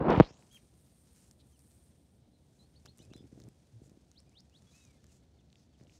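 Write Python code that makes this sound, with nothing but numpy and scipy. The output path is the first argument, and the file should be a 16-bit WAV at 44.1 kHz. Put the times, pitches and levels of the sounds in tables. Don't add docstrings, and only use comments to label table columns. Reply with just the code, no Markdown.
import sys
import numpy as np
from scipy import signal
from scipy.fft import rfft, irfft
from scipy.io import wavfile
from scipy.ndimage import uniform_filter1d

SR = 44100
rng = np.random.default_rng(int(sys.argv[2]) if len(sys.argv) > 2 else 0)


def materialize(psi):
    bounded = np.clip(np.atleast_2d(psi).T, -1, 1)
    quanta = np.round(bounded * 32767).astype(np.int16)
    wavfile.write(sys.argv[1], SR, quanta)


N = 264159


def gain_of(db):
    return 10 ** (np.asarray(db) / 20)


def evened(x):
    return x / np.sqrt(np.mean(x ** 2) + 1e-20)


def add(mix, start_s, sound):
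    part = mix[round(start_s * SR):][:len(sound)]
    part += sound[:len(part)]


def add_each(mix, rows, source):
    for start_s, *settings in rows:
        add(mix, start_s, source(*settings))


def columns(rows):
    row_s, *cols = np.transpose(rows)
    t = np.arange(row_s[0], row_s[-1], 1 / SR)
    return row_s[0], [np.interp(t, row_s, col) for col in cols]


def coloured(x, points):
    point_hz, point_db = np.transpose(points)
    hz = np.fft.rfftfreq(len(x), 1 / SR)
    db = np.interp(np.log(hz + 1), np.log(point_hz + 1), point_db)
    return evened(irfft(rfft(x) * gain_of(db), len(x)))


def resonate(x, hz, width_hz):
    turn = np.exp(2j * np.pi * np.cumsum(hz * np.ones(len(x))) / SR)
    r = np.exp(-np.pi * width_hz / SR)
    return 2 * (turn * signal.lfilter([1 - r], [1, -r], x / turn + 1e-18)).real


def wobble(n, seconds):
    span = max(round(seconds * SR), 2)
    return evened(uniform_filter1d(uniform_filter1d(rng.standard_normal(n), span), span))


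def grit(n, per_s, spread_db, hiss):
    sizes = gain_of(spread_db * np.minimum(rng.exponential(1, n), 4))
    slips = sizes * (rng.random(n) < per_s / SR) * rng.choice([-1., 1.], n)
    return evened(evened(slips) + hiss * rng.standard_normal(n))


# time in seconds, drag level in dB,
# pitch of the air pocket under the hand in Hz, pocket level in dB.
SLIDE_CURVE = [(0, -33.5, 1500, -79.5), (.03, -34, 1550, -75), (.07, -28.5, 1600, -65.5),
               (.105, -23, 1886, -54), (.14, -24.5, 1981, -52), (.185, -32.5, 2100, -52),
               (.225, -42, 2600, -52), (.25, -53.5, 3522, -55.5), (.33, -67, 5600, -65.5),
               (.4, -70.5, 7600, -71.5), (.5, -72.5, 8800, -78)]
# frequency in Hz, relative density in dB per Hz.
SLIDE_SPECTRUM = [(24, -45.5), (40, -10), (97, -14.5), (175, 0), (599, -7), (677, -6), (845, -9.5),
                  (954, -9), (5000, -55), (6500, -86.5), (11000, -120)]


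def slide():
    start_s, (drag_db, pocket_hz, pocket_db) = columns(SLIDE_CURVE)
    n = len(drag_db)
    drag = coloured(grit(n, 4000, spread_db=4.0, hiss=1.3), SLIDE_SPECTRUM)
    drag *= gain_of(drag_db + 2.4 * wobble(n, 0.0036))
    brush = grit(n, 2000, spread_db=4.0, hiss=0.63)
    under = brush
    for _ in range(5):
        brush = resonate(brush, pocket_hz, 3700)
        under = resonate(under, .6 * pocket_hz, 5200)
    pocket = evened(brush) + 1.2 * evened(under)
    return start_s, drag + pocket * gain_of(pocket_db + 2.1 * wobble(n, 0.0068))


# start in seconds, peak in dB, rise time constant in ms,
# time scale of the falling tone in ms (about its first period).
KNOCK_ROWS = [(.0105, -21, 0.51, 1.42), (.0735, -26, 1.2, 1.3), (.175, -15, 1, 1.75),
              (.2001, -3, 0.1, 1.18), (.2064, -5, 0.13, 1.2), (.3065, -45.5, 0.2, 1.2626)]


def knock(peak_db, rise_ms, period_ms):
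    ms = np.arange(0, .08, 1 / SR) * 1000
    turns = 1.02 * np.log(1 + ms / period_ms) + 0.15
    rise = (1 - np.exp(-ms / max(rise_ms, .05))) ** 2
    fade = np.exp(-ms / (4.9 * period_ms)) + .06 * np.exp(-ms / 14)
    wave = rise * fade * np.sin(2 * np.pi * turns)
    return gain_of(peak_db) * wave / abs(wave).max()


# start in seconds, length in seconds, level in dB.
GRIP_SPELLS = [(2.845, 0.05873, -60.5), (2.96, 0.3355, -61), (3.3, 0.20107, -57.5), (3.78, 0.20274, -65),
               (5.79, 0.08972, -62)]
# frequency in Hz, relative density in dB per Hz.
GRIP_SPECTRUM = [(29, -66.5), (50, -18), (123, 2.5), (157, -8.5), (381, -12), (675, -18), (1020, -35.5),
                 (2500, -44), (3250, -86), (5500, -120)]
GRIP_EASE = 0.2758


def grip(length_s, level_db):
    n = round(length_s * SR)
    slips = coloured(grit(n, 250, spread_db=2.5, hiss=.6), GRIP_SPECTRUM)
    return slips * gain_of(level_db) * signal.windows.tukey(n, GRIP_EASE)


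# start in seconds, peak in dB.
THUD_ROWS = [(2.419, -60), (2.998, -48.5), (3.111, -43), (3.153, -44), (3.203, -46.5), (3.239, -46.5),
             (3.324, -44.5), (3.374, -48.5), (3.384, -51.5), (3.413, -49.5), (3.439, -50.5), (3.477, -47.5),
             (3.815, -46), (3.874, -53), (3.913, -52.5), (3.97, -49.5), (5.809, -49.5), (5.875, -56.5)]
SWING_MS = 3.6024


def thud(peak_db):
    turns = np.arange(0, 5 * SWING_MS, 1000 / SR) / SWING_MS - 1.4
    slowed = turns - 0.318 * turns * np.minimum(abs(turns), 2) * np.sign(turns)
    outline = np.exp(-(turns / np.where(turns < 0, .6, 1.2)) ** 2)
    return -gain_of(peak_db) * outline * np.cos(2 * np.pi * slowed)


# start in seconds, length in seconds, pitch in Hz, peak in dB.
BOOM_ROWS = [(3.722, 0.08139, 113, -49)]


def boom(length_s, hz, peak_db):
    t = np.arange(0, length_s, 1 / SR)
    return gain_of(peak_db) * np.sin(np.pi * t / length_s) * np.sin(2 * np.pi * hz * t)


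# start in seconds, peak of the snap in dB, # centre of the snap in Hz, low tap relative to the snap
# in dB.
TICK_ROWS = [(0.1037, -35.5, 3640, -9), (0.1523, -44, 3020, -22.5), (0.1748, -46.5, 4500, -9.5),
             (0.3707, -62.5, 2497, 1), (0.4247, -65, 2500, 9.5), (0.529, -52, 8640, -21),
             (.5464, -52.5, 9357, -7.5), (1.1318, -57, 9210, -20.5), (1.1623, -54.5, 9090, -12.5),
             (1.3118, -46.5, 7100, -16), (1.5925, -52.5, 8000, -21.5), (1.717, -55, 8800, -24),
             (2.8569, -49.5, 5500, -6), (2.8607, -49.5, 5103, 5), (2.865, -54, 5390, -3),
             (2.9748, -52, 8297, -21), (2.9833, -49.5, 8265, -20.5), (2.9904, -51.5, 5700, -3.5),
             (3.0514, -55.5, 6340, -20), (3.136, -49, 4035, 3.5), (3.1645, -52.5, 7997, -5.5),
             (3.1791, -57, 7060, 1.5), (3.2397, -65.5, 2161, -7.5), (3.4011, -49, 5360, -4),
             (3.4181, -51.5, 4350, -18), (3.4384, -51, 6154, -10), (3.4874, -54, 7987, -2),
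             (3.896, -55, 6520, -10), (4.1155, -48.5, 6000, -15.5), (4.2029, -52.5, 6435, -25.5),
             (4.2944, -57.5, 6142, -19), (4.4047, -51, 6200, -23), (4.4972, -59.5, 4710, -18),
             (4.6225, -57.5, 6681, -23.5), (4.8514, -50, 6345, -20), (5.0425, -55, 5870, 0.5),
             (5.0671, -54.5, 6196, -24.5), (5.5022, -59, 3960, -25), (5.5286, -54.5, 2990, -22.5),
             (5.5284, -56, 5700, -31), (5.5563, -53, 2930, -30.5), (5.5569, -60, 5530, -29.5),
             (5.7995, -66.5, 1794, -3), (5.8107, -64.5, 2224, 4), (5.8365, -59, 5200, -12),
             (5.8701, -58, 2820, -17), (5.896, -55, 2701, -20.5), (5.9219, -61.5, 2801, -19)]


def tick(peak_db, hz, low_db):
    noise = rng.standard_normal(800)
    ms = np.arange(len(noise)) / SR * 1000
    burst = noise * np.exp(-ms / 0.706) + 0.06018 * noise[::-1] * np.exp(-ms / 4.5)
    snap = burst
    for _ in range(3):
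        snap = resonate(snap, hz, .8 * hz)
    tap = resonate(burst, 1300, 1500)
    return gain_of(peak_db) * (snap / abs(snap).max() + gain_of(low_db) * tap / abs(tap).max())


# start in seconds, length in seconds, # level in dB, centre of the bright band in Hz.
SWISH_ROWS = [(.5, 0.1105, -71, 9500), (.75, 0.22, -80, 10000), (1.12, 0.20425, -72, 8000),
              (1.385, 0.044, -74, 3800), (1.44, 0.11, -79.5, 9064), (2.46, 0.22974, -82.5, 6960),
              (2.848, 0.02245, -81, 2203), (2.96, 0.11785, -72.5, 7400), (3.13, 0.0565, -79.5, 6933),
              (3.33, 0.126, -78.5, 6490), (3.81, 0.08533, -74.5, 7300), (4.54, 0.07118, -78.5, 6772),
              (4.67, 0.23045, -70, 6408), (5.06, 0.14892, -74.5, 6884), (5.55, 0.10934, -75.5, 5105),
              (5.78, 0.06081, -77.5, 4800), (5.89, 0.11597, -71, 5868)]
# frequency in Hz, relative density in dB per Hz.
BLADE_SPECTRUM = [(530, -41.5), (900, -5.5), (2050, -6.5), (2550, -5.5), (3120, -7.5), (6180, -3),
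                  (7660, -6.5), (15700, -29.5)]


def swish(length_s, level_db, bright_hz):
    n = round(length_s * SR)
    blades = grit(n, 2500, spread_db=1.5, hiss=0.81)
    width_hz = 0.609 * bright_hz
    band = evened(resonate(resonate(blades, bright_hz, width_hz), bright_hz, width_hz))
    crackle = evened(band + 0.4816 * coloured(blades, BLADE_SPECTRUM))
    return crackle * gain_of(level_db + 1.9 * wobble(n, 0.0091)) * signal.windows.tukey(n, .6)


# time in seconds, faint stir of blades in dB, thin high hiss in dB.
RUSTLE_CURVE = [(.35, -73, -81), (.85, -82, -77.5), (1.2, -77, -74), (1.4, -87, -82), (1.72, -78.5, -73),
                (2.3, -87.5, -87.5), (2.6, -83.5, -83), (3.0, -78, -85), (4.4, -82, -89.5), (4.8, -75, -84),
                (5.3, -84.5, -96), (5.99, -79, -92)]


def rustle():
    start_s, (blades_db, hiss_db) = columns(RUSTLE_CURVE)
    n = len(blades_db)
    blades = coloured(grit(n, 1500, spread_db=4.0, hiss=1.1804), BLADE_SPECTRUM)
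    blades *= gain_of(blades_db + 1.7884 * wobble(n, 0.00919))
    hiss = resonate(resonate(grit(n, 2500, spread_db=3.0, hiss=0.56), 8837.2, 1798), 8837.2, 1798)
    air = resonate(resonate(rng.standard_normal(n), 12500, 5000), 12500, 5000)
    hiss = evened(evened(hiss) + 0.39 * evened(air))
    hiss *= gain_of(hiss_db + 1.4 * wobble(n, 0.042))
    return start_s, (blades + hiss) * signal.windows.tukey(n, .02)


def shares(length_s):
    return np.linspace(0, 1, round(length_s * SR))


def chirp(hz, warble, *levels_db):
    hz = uniform_filter1d(hz, 150) * (1 + warble * wobble(len(hz), 0.0017))
    flutter = gain_of(2.2 * wobble(len(hz), .003))
    phase = 2 * np.pi * np.cumsum(hz) / SR
    tone = sum(gain_of(db) * np.sin((k + 1) * phase) for k, db in enumerate(levels_db))
    return np.sqrt(2) * tone * flutter * signal.windows.tukey(len(hz), .2)


# start in seconds, length in seconds, from Hz, to Hz,
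# lateness of the climb as an exponent, peak in dB.
SWEEP_ROWS = [(4.14, 0.060386, 2400, 6011, 1.0512, -63), (4.314, 0.09671, 2004, 5969, 1.1423, -64),
              (4.498, 0.08691, 2390, 5091, 1.6, -68.5)]
SWEEP_PEAK_AT, SWEEP_FROM_DB, SWEEP_END_DB = 0.6186, -30, -2
SWEEP_WARBLE = .015


def sweep(length_s, from_hz, to_hz, late, peak_db):
    u = shares(length_s)
    swell_db = np.interp(u, [0, SWEEP_PEAK_AT, 1], [SWEEP_FROM_DB, 0, SWEEP_END_DB])
    return chirp(from_hz * (to_hz / from_hz) ** u ** late, SWEEP_WARBLE, peak_db + swell_db)


# start in seconds, length in seconds, low Hz, high Hz,
# middle of the jump in seconds, time scale of the jump in seconds, peak in dB.
HOOK_ROWS = [(1.387, .043, 3299, 3950, 0.0082, 0.005457, -75),
             (2.75, 0.0285, 2891, 4530, 0.008856, 0.004025, -66),
             (2.848, .075, 2580, 4297, 0.03049, 0.007914, -64),
             (3.003, 0.023, 3363, 4429, .014, 0.013, -64),
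             (3.098, 0.0879, 2590, 3999, 0.03351, 0.00625, -63.5)]
LEAD_DB, HOLD_DB_PER_S, LEAD_DIP_HZ_PER_S = -12, -450, 8900
HOOK_WARBLE = .018


def hook(length_s, low_hz, high_hz, jump_at_s, jump_s, peak_db):
    t = shares(length_s) * length_s - jump_at_s
    up = .5 + .5 * np.tanh(t / jump_s)
    fade_db = HOLD_DB_PER_S * np.maximum(t - jump_s, 0)
    lead_hz = low_hz + LEAD_DIP_HZ_PER_S * np.maximum(-t - 1.498 * jump_s, 0)
    hz = lead_hz + (high_hz - lead_hz) * up
    return chirp(hz, HOOK_WARBLE, peak_db + LEAD_DB * (1 - up) + fade_db)


# start in seconds, length in seconds, from Hz, middle Hz, to Hz,
# share where the final bend begins, share scaling its duration, start level in dB,
# swell over the call in dB, octave relative to the start level in dB.
PEEP_ROWS = [(.503, 0.081, 2845, 3315, 1745, 0.772, 0.10087, -72.5, 16, -1.5),
             (1.524, 0.05646, 3350, 3100, 2155, 0.4626, 0.4047, -83.5, 6.5, 2),
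             (2.988, 0.03806, 2614, 2980, 3170, 0.2947, 0.4796, -71.5, -0.5, -0.5),
             (3.022, 0.052, 2430, 2540, 2218, 0.41, .4, -79, 0.5, -1.5),
             (4.265, .047, 2235, 2457, 2260, 0.4617, 0.409, -86, -5, 0),
             (4.715, .265, 2273, 2629, 1917, 0.26, .6, -76, 0.5, -15),
             (4.978, 0.06935, 1800, 1750, 1747, 0.4096, 0.415, -89, -0.5, 5.5),
             (5.335, 0.06457, 2230, 2220, 1802, .65, 0.3015, -99.5, 13.5, 10)]
SCOOP_END, SAG, BEND_DB = .27, .14, -15.5
PEEP_WARBLE = .006


def peep(length_s, from_hz, mid_hz, to_hz, knee, drop, level_db, swell_db, octave_db):
    u = shares(length_s)
    scoop = np.maximum(1 - u / SCOOP_END, 0) ** 2
    after = np.maximum(u - SCOOP_END, 0) / (1 - SCOOP_END)
    bend = SAG * after + (1 - SAG) * (1 - np.exp(-(np.maximum(u - knee, 0) / drop) ** 2))
    hz = mid_hz + (from_hz - mid_hz) * scoop + (to_hz - mid_hz) * bend
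    faded_db = level_db + BEND_DB * bend
    return chirp(hz, PEEP_WARBLE, faded_db + swell_db * u, faded_db + octave_db)


# start in seconds, length in seconds, from Hz, to Hz,
# start level in dB, warble as an rms share of the pitch.
WHISTLE_ROWS = [(2.33, 0.07239, 4080, 3890, -80.5, .03), (2.59, 0.07762, 3880, 4420, -68, 0.02086),
                (3.155, .08, 5097, 5030, -72.5, .018), (3.164, 0.06186, 3545, 3386, -68, 0.04024),
                (4.665, 0.0765, 3280, 3605, -76.5, 0.01075), (4.71, 0.0782, 3950, 4150, -76.5, 0.02448),
                (4.8, .09, 3780, 3850, -76, 0.00872), (5.05, 0.025, 1700, 1698, -83.5, .008),
                (5.088, 0.055, 2900, 2300, -77, .012), (5.385, 0.03927, 3750, 2294, -77.5, 0.01552),
                (5.7, 0.04485, 4500, 4510, -85.5, 0.007942), (5.738, .024, 3500, 2700, -76, .015)]
WHISTLE_FADE_DB = -13


def whistle(length_s, from_hz, to_hz, level_db, warble):
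    u = shares(length_s)
    return chirp(from_hz + (to_hz - from_hz) * u, warble, level_db + WHISTLE_FADE_DB * u)


def hedges(x):
    fade = gain_of(-60 * np.arange(9000) / SR / 0.1015)
    taps = rng.choice([-1., 1.], 9000) * (rng.random(9000) < .05) * fade
    taps[:150] = 0
    return signal.fftconvolve(x, taps / np.linalg.norm(taps))[:N]


# frequency in Hz, relative density in dB per Hz.
YARD_SPECTRUM = [(15, -56), (25, -25), (45, -5.5), (70, 10.5), (102, 1), (126, 4), (268, -3), (402, -10.5),
                 (707, -15), (1120, -27.5), (2800, -32.5), (3290, -27.5), (4080, -28.5), (8910, -44.5),
                 (15700, -48)]
YARD_DB = -64.5


def yard():
    return gain_of(YARD_DB + wobble(N, .03)) * coloured(rng.standard_normal(N), YARD_SPECTRUM)


def scene():
    near, birds = yard(), np.zeros(N)
    add(near, *slide())
    add_each(near, KNOCK_ROWS, knock)
    add_each(near, GRIP_SPELLS, grip)
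    add_each(near, THUD_ROWS, thud)
    add_each(near, BOOM_ROWS, boom)
    add_each(near, TICK_ROWS, tick)
    add_each(near, SWISH_ROWS, swish)
    add(near, *rustle())
    add_each(birds, SWEEP_ROWS, sweep)
    add_each(birds, HOOK_ROWS, hook)
    add_each(birds, PEEP_ROWS, peep)
    add_each(birds, WHISTLE_ROWS, whistle)
    return (near + birds + gain_of(-7.5) * hedges(birds))[None]


EDGE_HZ = 15750


def record(dry):
    thin = signal.sosfilt(signal.butter(2, 35, "high", fs=SR, output="sos"), dry)
    lowpass = signal.firwin(511, EDGE_HZ, window=("kaiser", 9), fs=SR)
    return signal.oaconvolve(thin, lowpass[None], "same")


dry = scene()
out = record(dry)
materialize(out)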